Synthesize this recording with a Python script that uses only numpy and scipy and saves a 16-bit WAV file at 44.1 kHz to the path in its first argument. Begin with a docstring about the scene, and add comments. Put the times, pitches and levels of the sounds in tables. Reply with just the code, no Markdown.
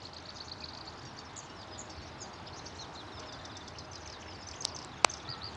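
"""Quick, high twitters are heard first, over a far chorus and the rumble of a distant town. Small songbirds
in bushes beside an open railway line go on with rasps, trills, nasal chips, whistles and piping notes.
Each voice is a tone, or a stack of harmonics, modulated in frequency and amplitude and reflected by ground
and scrub; the traffic is broadband noise. The body of a hand-held camera ticks in damped modes, soft low
bumps come and go, and a faint far tone sounds near the end."""
import sys
import numpy as np
from scipy import signal
from scipy.fft import rfft, irfft
from scipy.io import wavfile
from scipy.ndimage import map_coordinates

SR = 44100
rng = np.random.default_rng(int(sys.argv[2]) if len(sys.argv) > 2 else 0)


def file_out(sig):
    """Save sig as 16-bit WAV at sys.argv[1]."""
    # one column per channel
    cols = np.atleast_2d(sig).T
    # limit, then scale
    lim = np.clip(cols, -1, 1)
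    pcm = np.round(lim * 32767).astype(np.int16)
    wavfile.write(sys.argv[1], SR, pcm)


N = 245195

# traffic spectrum: f/Hz, relative spectral density/dB
TRAFFIC_SPECTRUM = [(15, -55), (30, -14.5), (60, -6), (87, 2), (187, -6.5), (304, -4), (546, -10),
                    (820, -5), (1200, -8.5), (2220, -17), (3500, -20.5), (5200, -25), (6500, -34.5),
                    (8550, -42), (11000, -50), (12500, -58)]
# traffic swell: t/s, level/dB
TRAFFIC_SWELL = [(0.0, -49), (2.01, -47), (2.68, -47), (3.36, -46.5), (3.83, -48), (4.69, -47),
                 (5.06, -46.5), (5.26, -47), (5.56, -46.5)]
# far machinery: f/Hz, level/dB, bandwidth/Hz
MACHINE_HUMS = [(620.8, -63.5, 12), (84, -60.5, 21)]
# twitters: t/s, rise/ms, shoulder f/Hz, arch/ms, top f/Hz, rise level/dB, drop level/dB
TWITTER_NOTES = [(0.0163, 8.8, 4970, 8, 7200, -44.5, -54), (.049, 13.4, 4820, 5.9, 6700, -40, -46),
                 (.130, 8.1, 5050, 7.4, 6900, -43, -51), (.162, 12, 4880, 9, 6500, -41.5, -46.5),
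                 (.193, 8, 5200, 6, 6500, -60, -62), (0.253, 9.2, 4750, 6.8, 7200, -43, -53),
                 (.285, 14, 4820, 4.5, 6200, -40.5, -45), (.367, 8, 5180, 7.5, 6600, -40, -45),
                 (.400, 13.7, 4720, 5.4, 6500, -36.5, -47), (.480, 8, 5020, 6.8, 6800, -37.5, -43),
                 (0.5119, 15.3, 4730, 5.4, 6300, -37.5, -47), (.576, 6.5, 5000, 6, 6200, -56, -60),
                 (.602, 9, 5080, 8.6, 6700, -40.5, -51), (.636, 12.7, 4730, 9.3, 6900, -37.5, -46),
                 (0.7311, 9, 5150, 8.7, 6800, -43, -43), (.767, 12.7, 4890, 5.6, 6300, -43.5, -45),
                 (0.847, 8.7, 5280, 8.6, 7400, -51, -53), (.882, 11, 4930, 10, 6900, -42.5, -55),
                 (.923, 11, 4660, 5.6, 7000, -61, -62), (.970, 9, 5620, 8, 7000, -55, -62),
                 (1.013, 13, 4800, 7, 7000, -57, -60)]
# reflections from ground, bushes and embankment: delay/ms, level/dB
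REFLECTIONS = [(3.6, -12), (21, -21.5), (64, -20)]
# hoarse calls of further birds: t/s, length/ms, start f/Hz, end f/Hz, spread/Hz, level/dB
RASP_NOTES = [(.035, 23, 6140, 6040, 1540, -55), (.138, 16, 7200, 7700, 400, -66),
              (.612, 27, 2610, 2420, 300, -51.5), (.683, 15, 4240, 4600, 400, -41),
              (.806, 13.6, 4480, 4750, 300, -41.5), (.871, 14, 4100, 4600, 300, -41),
              (1.247, 36, 5980, 4700, 250, -52.5), (1.425, 51, 6800, 5800, 890, -57),
              (1.730, 44, 3850, 3500, 715, -51.5), (1.897, 41, 5590, 5230, 700, -50.5),
              (1.960, 47, 4720, 4420, 400, -53.5), (2.050, 44, 5780, 5600, 500, -53.5),
              (2.470, 30, 3850, 3300, 400, -50.5), (2.467, 17.4, 4600, 5300, 400, -44.5),
              (2.529, 13, 4150, 4460, 250, -45), (2.589, 14, 3900, 4400, 250, -47),
              (2.661, 15, 4470, 4900, 300, -42), (2.745, 53, 5700, 6080, 1000, -55),
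              (2.930, 39, 6170, 6100, 700, -56.5), (4.000, 43, 7270, 4980, 600, -53),
              (4.195, 39, 7000, 5370, 600, -58), (4.408, 40, 7060, 5100, 597, -56),
              (5.209, 33, 6400, 5280, 800, -56.5)]
# snaps in the camera body: t/s, level/dB, low-mode gain/dB, top-mode gain/dB, ring time factor
SNAPS = [(.2262, -46.5, -10, 3, 1.01), (4.6518, -11, -13.5, 0.5, .6), (4.8474, -35.5, -25, 10.5, 1.01),
         (5.0454, -15, -15, 3, 1.01), (5.047, -7.5, 5.5, 4, .99), (5.5512, -43.5, -20, 8, 1.01)]
# modes of the camera body: f/Hz, level/dB, nominal ring time/ms
BODY_MODES = [(1050, 0, 2.8), (2280, -4, 3.05), (4640, -1.5, 2.5), (5660, -1, 1.9), (7570, -9, 3.1)]
# trills: t/s, length/ms, start f/Hz, middle f/Hz, end f/Hz, level/dB, pulse rate/Hz, swing/Hz,
# gap depth (0-1), ground echo/dB, softness of onset and end (0-1)
TRILL_NOTES = [(0.344, 38, 5700, 6500, 5720, -54, 230, 502, 0.3, -14, 0),
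               (.440, 35, 5600, 6500, 5870, -53.5, 160, 500, 0.35, -12, 0.2),
               (1.364, 41, 7400, 7100, 6370, -35, 85, 500, 1, -14, 0.5),
               (1.779, 41, 7100, 7080, 6850, -38, 90, 398, 0.95, -6, 0.57),
               (2.206, 34, 7060, 6930, 6200, -38, 104, 400, 0.96, -7, 0.5),
               (2.561, 35, 5250, 6220, 5430, -47, 185, 600, 0.44, -10, 0),
               (2.656, 34, 5550, 6070, 5580, -47, 170, 450, 0.4, -12, 0.1),
               (2.800, 32, 5500, 6060, 5530, -46.5, 185, 500, 0.4, -12, 0.2),
               (5.276, 76, 3520, 4740, 3050, -34, 85, -150, 1, -15, 0.65),
               (5.407, 94, 3240, 4650, 3770, -35, 89, -150, 0.91, -8, 0.99)]
# single whistled glides: t/s, length/ms, start f/Hz, end f/Hz, level/dB
GLIDE_NOTES = [(.3576, 12, 4620, 5400, -46.4), (.4227, 8, 3780, 5280, -51), (.6247, 22, 4170, 5440, -48),
               (.7706, 10, 4320, 6900, -55), (.698, 8.3, 5000, 6860, -56), (.9866, 15, 4080, 5960, -49.5),
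               (1.068, 30, 5660, 5500, -54), (1.163, 12, 5000, 6900, -54), (1.174, 17, 3900, 5700, -49.5),
               (1.358, 6.1, 5000, 6500, -51), (1.368, 14, 3680, 5100, -55), (1.383, 45, 5000, 4180, -57),
               (1.4897, 50, 2810, 2960, -54), (2.538, 22, 5180, 4700, -51), (2.944, 22, 5050, 4600, -56),
               (2.946, 24, 4380, 3520, -48.5), (3.3252, 34, 5130, 4630, -52), (3.835, 22, 5300, 4800, -56),
               (3.9759, 8, 5920, 7420, -54), (4.032, 5.4, 5340, 5370, -47), (4.121, 10.8, 4450, 7160, -47),
               (4.2078, 8, 6070, 6570, -54), (4.218, 5, 7920, 4720, -51.3), (4.33, 8, 5060, 6560, -48.5),
               (4.3467, 18, 4920, 4300, -47.5), (4.35, 22, 5300, 5300, -62), (4.4286, 9.4, 5300, 5400, -47),
               (4.5321, 8, 7200, 7500, -57), (4.5518, 18, 5560, 7130, -47), (4.582, 11, 6500, 6770, -51.3),
               (4.676, 13, 4900, 4390, -45.5), (4.6825, 20, 6330, 3970, -43.2),
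               (4.7117, 21, 5400, 4400, -48), (4.9714, 20, 6310, 6610, -59), (5.374, 19, 6600, 7130, -58.5)]
# low bumps: t/s, level/dB, f/Hz
LOW_BUMPS = [(1.028, -42.5, 123), (1.969, -42, 82.6), (3.139, -41, 88.8), (4.063, -45, 86),
             (5.277, -39.5, 127), (5.428, -44, 99.6)]
# nasal chips: t/s, length/ms, fundamental's start f/Hz, its end f/Hz, level/dB
CHIP_NOTES = [(1.050, 44, 947, 890, -46), (1.187, 37, 948, 876, -44.5), (1.495, 25, 916, 915, -49),
              (1.615, 19, 930, 900, -49), (1.896, 30, 935, 896, -43), (2.014, 56, 920, 903, -48.5),
              (2.330, 28, 936, 894, -48)]
# partials of a chip: harmonic number, level/dB
CHIP_HARMONICS = [(3, -18), (4, -15), (5, -3), (6, -6.5), (7, -10.5), (8, -18.5)]
# long whistles: t/s, length/ms, start f/Hz, end f/Hz, level/dB, bend, lateness of swell (both 1 = even)
WHISTLE_NOTES = [(1.545, 92, 5550, 4400, -53, 1.35, 1.5), (1.690, 75.6, 5220, 4780, -49, 1.25, 2.5),
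                 (2.178, 90, 5540, 4590, -49.5, 1, 1.24), (2.787, 72, 4300, 2930, -45, 1.8, 0.55),
                 (2.968, 60, 4250, 3040, -46.5, 1.5, 0.86), (3.120, 93, 5530, 4820, -52.5, 1.1, 1.1),
                 (3.245, 78, 5520, 4580, -53, 1.3, 1.3), (4.262, 77, 5440, 4780, -52.5, 1.4, 1),
                 (4.380, 70, 5380, 4600, -54.5, 1.7, .9)]
# piping notes: t/s, final f/Hz, level/dB
PIPE_NOTES = [(3.071, 3750, -53), (3.117, 3600, -49), (3.168, 3530, -49.5), (3.226, 3500, -55),
              (3.283, 3480, -50.5), (3.329, 3400, -48), (3.384, 3480, -52.5), (3.441, 3500, -49),
              (3.493, 3400, -48.5), (3.551, 3450, -47.5), (3.602, 3450, -49), (3.668, 3400, -51),
              (4.925, 3400, -52.5), (4.988, 3300, -54), (5.094, 3400, -54), (5.142, 3400, -54),
              (5.195, 3400, -52), (5.248, 3350, -50), (5.355, 3500, -56)]
# motifs, one glide a row: delay/ms, length/ms, start f/Hz, end f/Hz, level/dB
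TSIP_MOTIF = [(0, 5.07, 3900, 6500, 0.5), (4, 5.8, 6500, 4300, 0), (0, 4.3, 5900, 8300, -13),
              (5.5, 6, 8400, 5000, -13), (7, 4.5, 6100, 6100, -5)]  # up and straight down again
DOUBLE_MOTIF = [(0, 36, 5350, 4500, 0), (5, 50.3, 4450, 3620, -4)]  # two voices falling side by side
RISE_MOTIF = [(0, 11.3, 5900, 6450, 0), (8.5, 8.3, 6300, 8200, -12)]
DROP_MOTIF = [(0, 4.8, 6450, 4250, 0), (4, 5.6, 6200, 3940, -9.5), (3, 8, 8600, 4800, -21)]
# entries of each motif: t/s, level/dB, frequency shift/Hz
TSIP_ENTRIES = [(3.1942, -42.5, 0), (3.3234, -45, -150), (3.4507, -41.5, -100), (3.5673, -41, 100),
                (3.6776, -43, -50), (3.7844, -43, 50)]
DOUBLE_ENTRIES = [(3.508, -54, -100), (3.7784, -49.5, 100), (3.938, -49, -1), (4.114, -47.5, -50)]
RISE_ENTRIES = [(3.913, -48, 0), (4.057, -45.5, 30), (4.468, -43, -100), (4.6052, -35.5, 150),
                (4.7457, -40.5, 30), (5.096, -36.5, 100)]
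DROP_ENTRIES = [(3.931, -40, 50), (3.9552, -41, 100), (4.074, -39, 200), (4.099, -39, -100),
                (4.486, -36.5, 30), (4.512, -37, -50), (4.5415, -45, 0), (4.6205, -35.5, 100),
                (4.646, -33, -100), (4.674, -39, -250), (4.7623, -34, 150), (4.7873, -35, -100),
                (4.8159, -45, -100), (4.8256, -41.5, -300), (5.1128, -38, 350), (5.1367, -33, 100),
                (5.169, -45.5, 400), (5.178, -45, 30)]
# low chirps of a further bird: t/s, level/dB, nominal f/Hz
CHIRP_NOTES = [(3.2251, -46.5, 2770), (3.748, -45.5, 2740), (4.0544, -46.5, 2690), (4.0886, -49, 2600),
               (4.221, -47.5, 2390), (4.2557, -46, 2495), (4.2784, -45, 2640), (4.3176, -51, 2980),
               (4.3784, -46.5, 2420), (4.53, -44, 2910), (4.5625, -50, 2580)]
# course of the far tone: t/s, f/Hz, level/dB
FAR_TONE_COURSE = [(5.22, 1250, -67), (5.242, 1294, -53), (5.276, 1267, -49), (5.286, 1367, -51.5),
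                   (5.424, 1285, -52), (5.458, 1314, -45), (5.48, 1232, -68)]


def undb(db):
    """Amplitude ratio of a level in decibels."""
    return 10 ** (np.asarray(db) / 20)


def level(x, db):
    """Scale a signal to an rms level."""
    return x * undb(db) / np.sqrt(np.mean(x ** 2))


def add(out, s, x):
    """Superposition: add a short sound at s seconds."""
    i = max(int(s * SR), 0)
    out[i:i + len(x)] += x[:N - i]


def ramp(ms):
    """Normalised time, 0 to 1, over a note."""
    return np.linspace(0, 1, int(ms * SR / 1000))


def breath(u, softness):
    """Half-sine envelope; a larger exponent softens both ends."""
    return np.sin(np.pi * u).clip(0) ** softness


def walk(rate):
    """Random modulation: interpolation between rate Gaussian values a second."""
    knots = rng.standard_normal(4096)
    return map_coordinates(knots, [np.arange(N) * rate / SR + .5], order=3 if rate < 50 else 1, mode="wrap")


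def sing(out, unsteady, s, hz, gain, waver_hz=45, flutter_db=2.0):
    """Phase is the integral of frequency: add a tone with random frequency and amplitude modulation."""
    waver, flutter = unsteady[:, (int(s * SR) + int(hz[0]) + np.arange(len(hz))) % N]
    phase = 2 * np.pi * np.cumsum(hz + waver_hz * waver) / SR
    add(out, s, gain * undb(flutter_db * flutter) * np.sin(phase))


def traffic(band_octaves=.4):
    """Incoherent sources sum to noise: the bands of distant traffic flicker separately under one swell."""
    f = np.fft.rfftfreq(N, 1 / SR)[1:]
    hz, db = np.transpose(TRAFFIC_SPECTRUM)
    colour = undb(np.interp(np.log(f), np.log(hz), db))
    out = 0
    for octave in np.arange(4, 14.4, band_octaves):
        share = np.cos(np.pi / 2 * np.clip((np.log2(f) - octave) / band_octaves, -1, 1))
        noise = irfft(np.r_[0, rfft(rng.standard_normal(N))[1:] * colour * share], N)
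        out = out + noise * undb(1.12 * walk(6))
    swell_db = np.interp(np.arange(N) / SR, *np.transpose(TRAFFIC_SWELL))
    return level(out, swell_db)


def machinery(waver_db=2.5):
    """Resonance: noise confined to narrow bands is heard as far, wavering hums."""
    out = np.zeros(N)
    for hz, db, width in MACHINE_HUMS:
        gain = undb(db + waver_db * walk(3.01))
        resonance = signal.butter(2, [hz - width / 2, hz + width / 2], "band", fs=SR, output="sos")
        out += gain * level(signal.sosfilt(resonance, rng.standard_normal(N)), 0)
    return out


def chorus(out, unsteady, count=1400):
    """Air absorption grows with frequency: of many far birds' short glides, the high ones are weaker."""
    when, pitch, slope, length, strength = rng.random((count, 5)).T
    hz = 3600 + 3600 * pitch ** 1.4
    slide_hz = 2600 * (slope - .5)
    db = -64 + 7 * strength - (hz - 4500) / 350
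    glides(out, unsteady, np.c_[when * N / SR, 4 + 12 * length ** 2, hz - slide_hz, hz + slide_hz, db])


def twitters(out, unsteady):
    """Frequency sweeps: a rise, loudest as it passes about 4450 Hz, then a thin arch and a steep drop."""
    rise_from_hz, drop_from_hz, drop_to_hz, drop_ms = 3150, 5800, 2610, 5.02
    loudest_hz, loud_width_hz, arch_gain = 4450, 620, undb(-59)
    for s, rise_ms, shoulder_hz, arch_ms, top_hz, db, drop_db in TWITTER_NOTES:
        u, v, w = ramp(rise_ms), ramp(arch_ms), ramp(drop_ms)
        bent = min(rise_ms / 26, 1)  # the longer a rise, the more it levels off
        still_to_rise = (1 - bent) * (1 - u) + bent * (1 - u) ** 3.4
        rise_hz = shoulder_hz - (shoulder_hz - rise_from_hz) * still_to_rise
        foot_hz = shoulder_hz + (drop_from_hz - shoulder_hz) * v
        arch_hz = foot_hz + (top_hz - (shoulder_hz + drop_from_hz) / 2) * np.sin(np.pi * v)
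        drop_hz = drop_from_hz + (drop_to_hz - drop_from_hz) * w
        swell = np.exp(-((rise_hz - loudest_hz) / loud_width_hz) ** 2)
        rise_gain = undb(db) * swell * breath(u, .3) + arch_gain * u ** .3
        drop_gain = undb(drop_db) * breath(w, .7) + arch_gain * (1 - w)
        gain = np.r_[rise_gain, np.full(len(v), arch_gain), drop_gain]
        sing(out, unsteady, s, np.r_[rise_hz, arch_hz, drop_hz], gain)


def outdoors(x, scrub_db=-11, scrub_t60_s=0.2):
    """Reflection and scattering: a few distinct echoes and a thin tail from leaves and stems."""
    t = np.arange(int(.5 * SR)) / SR
    tail = rng.standard_normal(len(t)) * undb(-60 * t / scrub_t60_s) * (1 - np.exp(-t / 0.002))
    response = tail * undb(scrub_db) / np.sqrt(np.sum(tail ** 2))
    for ms, db in [(0, 0.013)] + REFLECTIONS:  # the direct sound comes first
        add(response, ms / 1000, undb([db]))
    return signal.fftconvolve(x, response)[:N]


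def rasps(out, unsteady):
    """Wide, rapid random frequency modulation blurs a tone into a hoarse band."""
    for s, ms, hz0, hz1, spread_hz, db in RASP_NOTES:
        u = ramp(ms)
        sing(out, unsteady, s, hz0 + (hz1 - hz0) * u, undb(db) * breath(u, 0.71), waver_hz=spread_hz)


def ticks():
    """Hand-damped modes of snapping plastic: low ones ring on a firm snap, the top one on a thin snap."""
    out, t = np.zeros(N), np.arange(400) / SR
    for s, db, low_db, top_db, ring in SNAPS:
        for (hz, mode_db, ms), snap_db in zip(BODY_MODES, (low_db, low_db, 0, 0, top_db)):
            age = 1.32 * np.log(1000) * 1000 * t / (ms * ring)  # in time constants
            envelope = undb(db + mode_db + snap_db) * age * np.exp(1 - age)
            add(out, s, envelope * np.sin(2 * np.pi * hz * t))
    # so small a part radiates no bass, and the casing dulls the top
    return signal.sosfilt(signal.butter(2, [300, 9500], "band", fs=SR, output="sos"), out)


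def trills(out, unsteady, duty=0.61, ground_ms=4.2):
    """Periodic modulation swings and pinches an arched tone once a pulse; hard ground reflects it."""
    for s, ms, hz0, hz_mid, hz1, db, rate, swing_hz, gap, echo_db, soft in TRILL_NOTES:
        u = ramp(ms)
        arch_hz = hz0 + (hz1 - hz0) * u + 4 * u * (1 - u) * (hz_mid - (hz0 + hz1) / 2)
        phase = rate * u * ms / 1000 % 1
        pulse = breath(np.clip(phase / duty, 0, 1), 0.84)
        gain = undb(db) * (1 - gap * (1 - pulse)) * breath(u, soft)
        hz = arch_hz + swing_hz * np.cos(2 * np.pi * (1 + 0.29 * gap ** 2) * phase)
        sing(out, unsteady, s, hz, gain)
        sing(out, unsteady, s + ground_ms / 1000, hz, undb(echo_db) * gain)


def glides(out, unsteady, notes):
    """Linear frequency sweeps, each under a rounded breath."""
    for s, ms, hz0, hz1, db in notes:
        u = ramp(ms)
        sing(out, unsteady, s, hz0 + (hz1 - hz0) * u, undb(db) * breath(u, 0.68))


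def bumps(ms=45):
    """Tone bursts: a few cycles of low pressure swing, perhaps wind on the microphone."""
    out, u = np.zeros(N), ramp(ms)
    for s, db, hz in LOW_BUMPS:
        add(out, s, undb(db) * breath(u, 1) * np.sin(2 * np.pi * hz * u * ms / 1000))
    return out


def chips(out, unsteady):
    """A harmonic series on a missing, falling fundamental sounds nasal; higher partials decay first."""
    for s, ms, hz0, hz1, db in CHIP_NOTES:
        u = ramp(ms)
        for k, partial_db in CHIP_HARMONICS:
            gain = undb(db + partial_db) * breath(u ** 0.5, 1) * np.exp(-.25 * k * u)
            sing(out, unsteady, s, k * (hz0 + (hz1 - hz0) * u), gain, waver_hz=120, flutter_db=4.5)


def whistles(out, unsteady):
    """Power-law sweeps downward, most of them steepening, a little roughened by distance."""
    for s, ms, hz0, hz1, db, bend, late in WHISTLE_NOTES:
        u = ramp(ms)
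        gain = undb(db) * breath(u ** late, 0.65)
        sing(out, unsteady, s, hz0 + (hz1 - hz0) * u ** bend, gain, waver_hz=75, flutter_db=2.5)


def pipes(out, unsteady, ms=22.5, fall_hz=602, bend=2.23):
    """Decelerating sweeps: each note falls quickly, then settles on its final frequency."""
    u = ramp(ms)
    for s, hz, db in PIPE_NOTES:
        sing(out, unsteady, s, hz + fall_hz * (1 - u) ** bend, undb(db) * breath(u, 0.55))


def motifs(out, unsteady):
    """Frequency translation: a group of glides recurs, shifted as a whole at each entry."""
    for motif, entries in ((TSIP_MOTIF, TSIP_ENTRIES), (DOUBLE_MOTIF, DOUBLE_ENTRIES),
                           (RISE_MOTIF, RISE_ENTRIES), (DROP_MOTIF, DROP_ENTRIES)):
        for s, db, shift_hz in entries:
            glides(out, unsteady, [(s + lag_ms / 1000, ms, hz0 + shift_hz, hz1 + shift_hz, db + part_db)
                                   for lag_ms, ms, hz0, hz1, part_db in motif])


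def low_chirps(out, unsteady, ms=18, distance_db=-3):
    """Random frequency modulation roughens a further bird's short drops, blurred by distance."""
    u = ramp(ms)
    for s, db, hz in CHIRP_NOTES:
        sing(out, unsteady, s, hz * (1.1 - 0.176 * u), undb(db + distance_db) * breath(u, 1), waver_hz=497)


def far_tone(out, unsteady):
    """Inharmonic partials: a soft wavering tone and a weaker one at 1.4 times its frequency."""
    times, course_hz, course_db = np.transpose(FAR_TONE_COURSE)
    t = np.arange(times[0], times[-1], 1 / SR)
    hz = np.interp(t, times, course_hz)
    gain = undb(np.interp(t, times, course_db)) * np.hanning(len(t)) ** 0.21
    sing(out, unsteady, times[0], hz, gain, waver_hz=8)
    sing(out, unsteady, times[0], 1.4 * hz, undb(-5.5) * gain, waver_hz=9.6)


def scene(birds_db=0.5):
    """Linear superposition of the echoed birds, the town, the bumps and the ticks in one channel."""
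    birds = np.zeros(N)
    unsteady = np.array([walk(450), walk(250)])  # modulators of frequency and of level
    glides(birds, unsteady, GLIDE_NOTES)
    for voice in (chorus, twitters, rasps, trills, chips, whistles, pipes, motifs, low_chirps, far_tone):
        voice(birds, unsteady)
    return (undb(birds_db) * outdoors(birds) + traffic() + machinery() + bumps() + ticks())[None]


def record(dry, bass_hz=30, top_hz=11200):
    """Band limiting: the microphone loses the deep bass and the camera cuts the top."""
    x = signal.sosfilt(signal.butter(2, bass_hz, "high", fs=SR, output="sos"), dry)
    return signal.sosfilt(signal.ellip(6, .5, 28, top_hz, fs=SR, output="sos"), x)


dry = scene()
out = record(dry)
file_out(out)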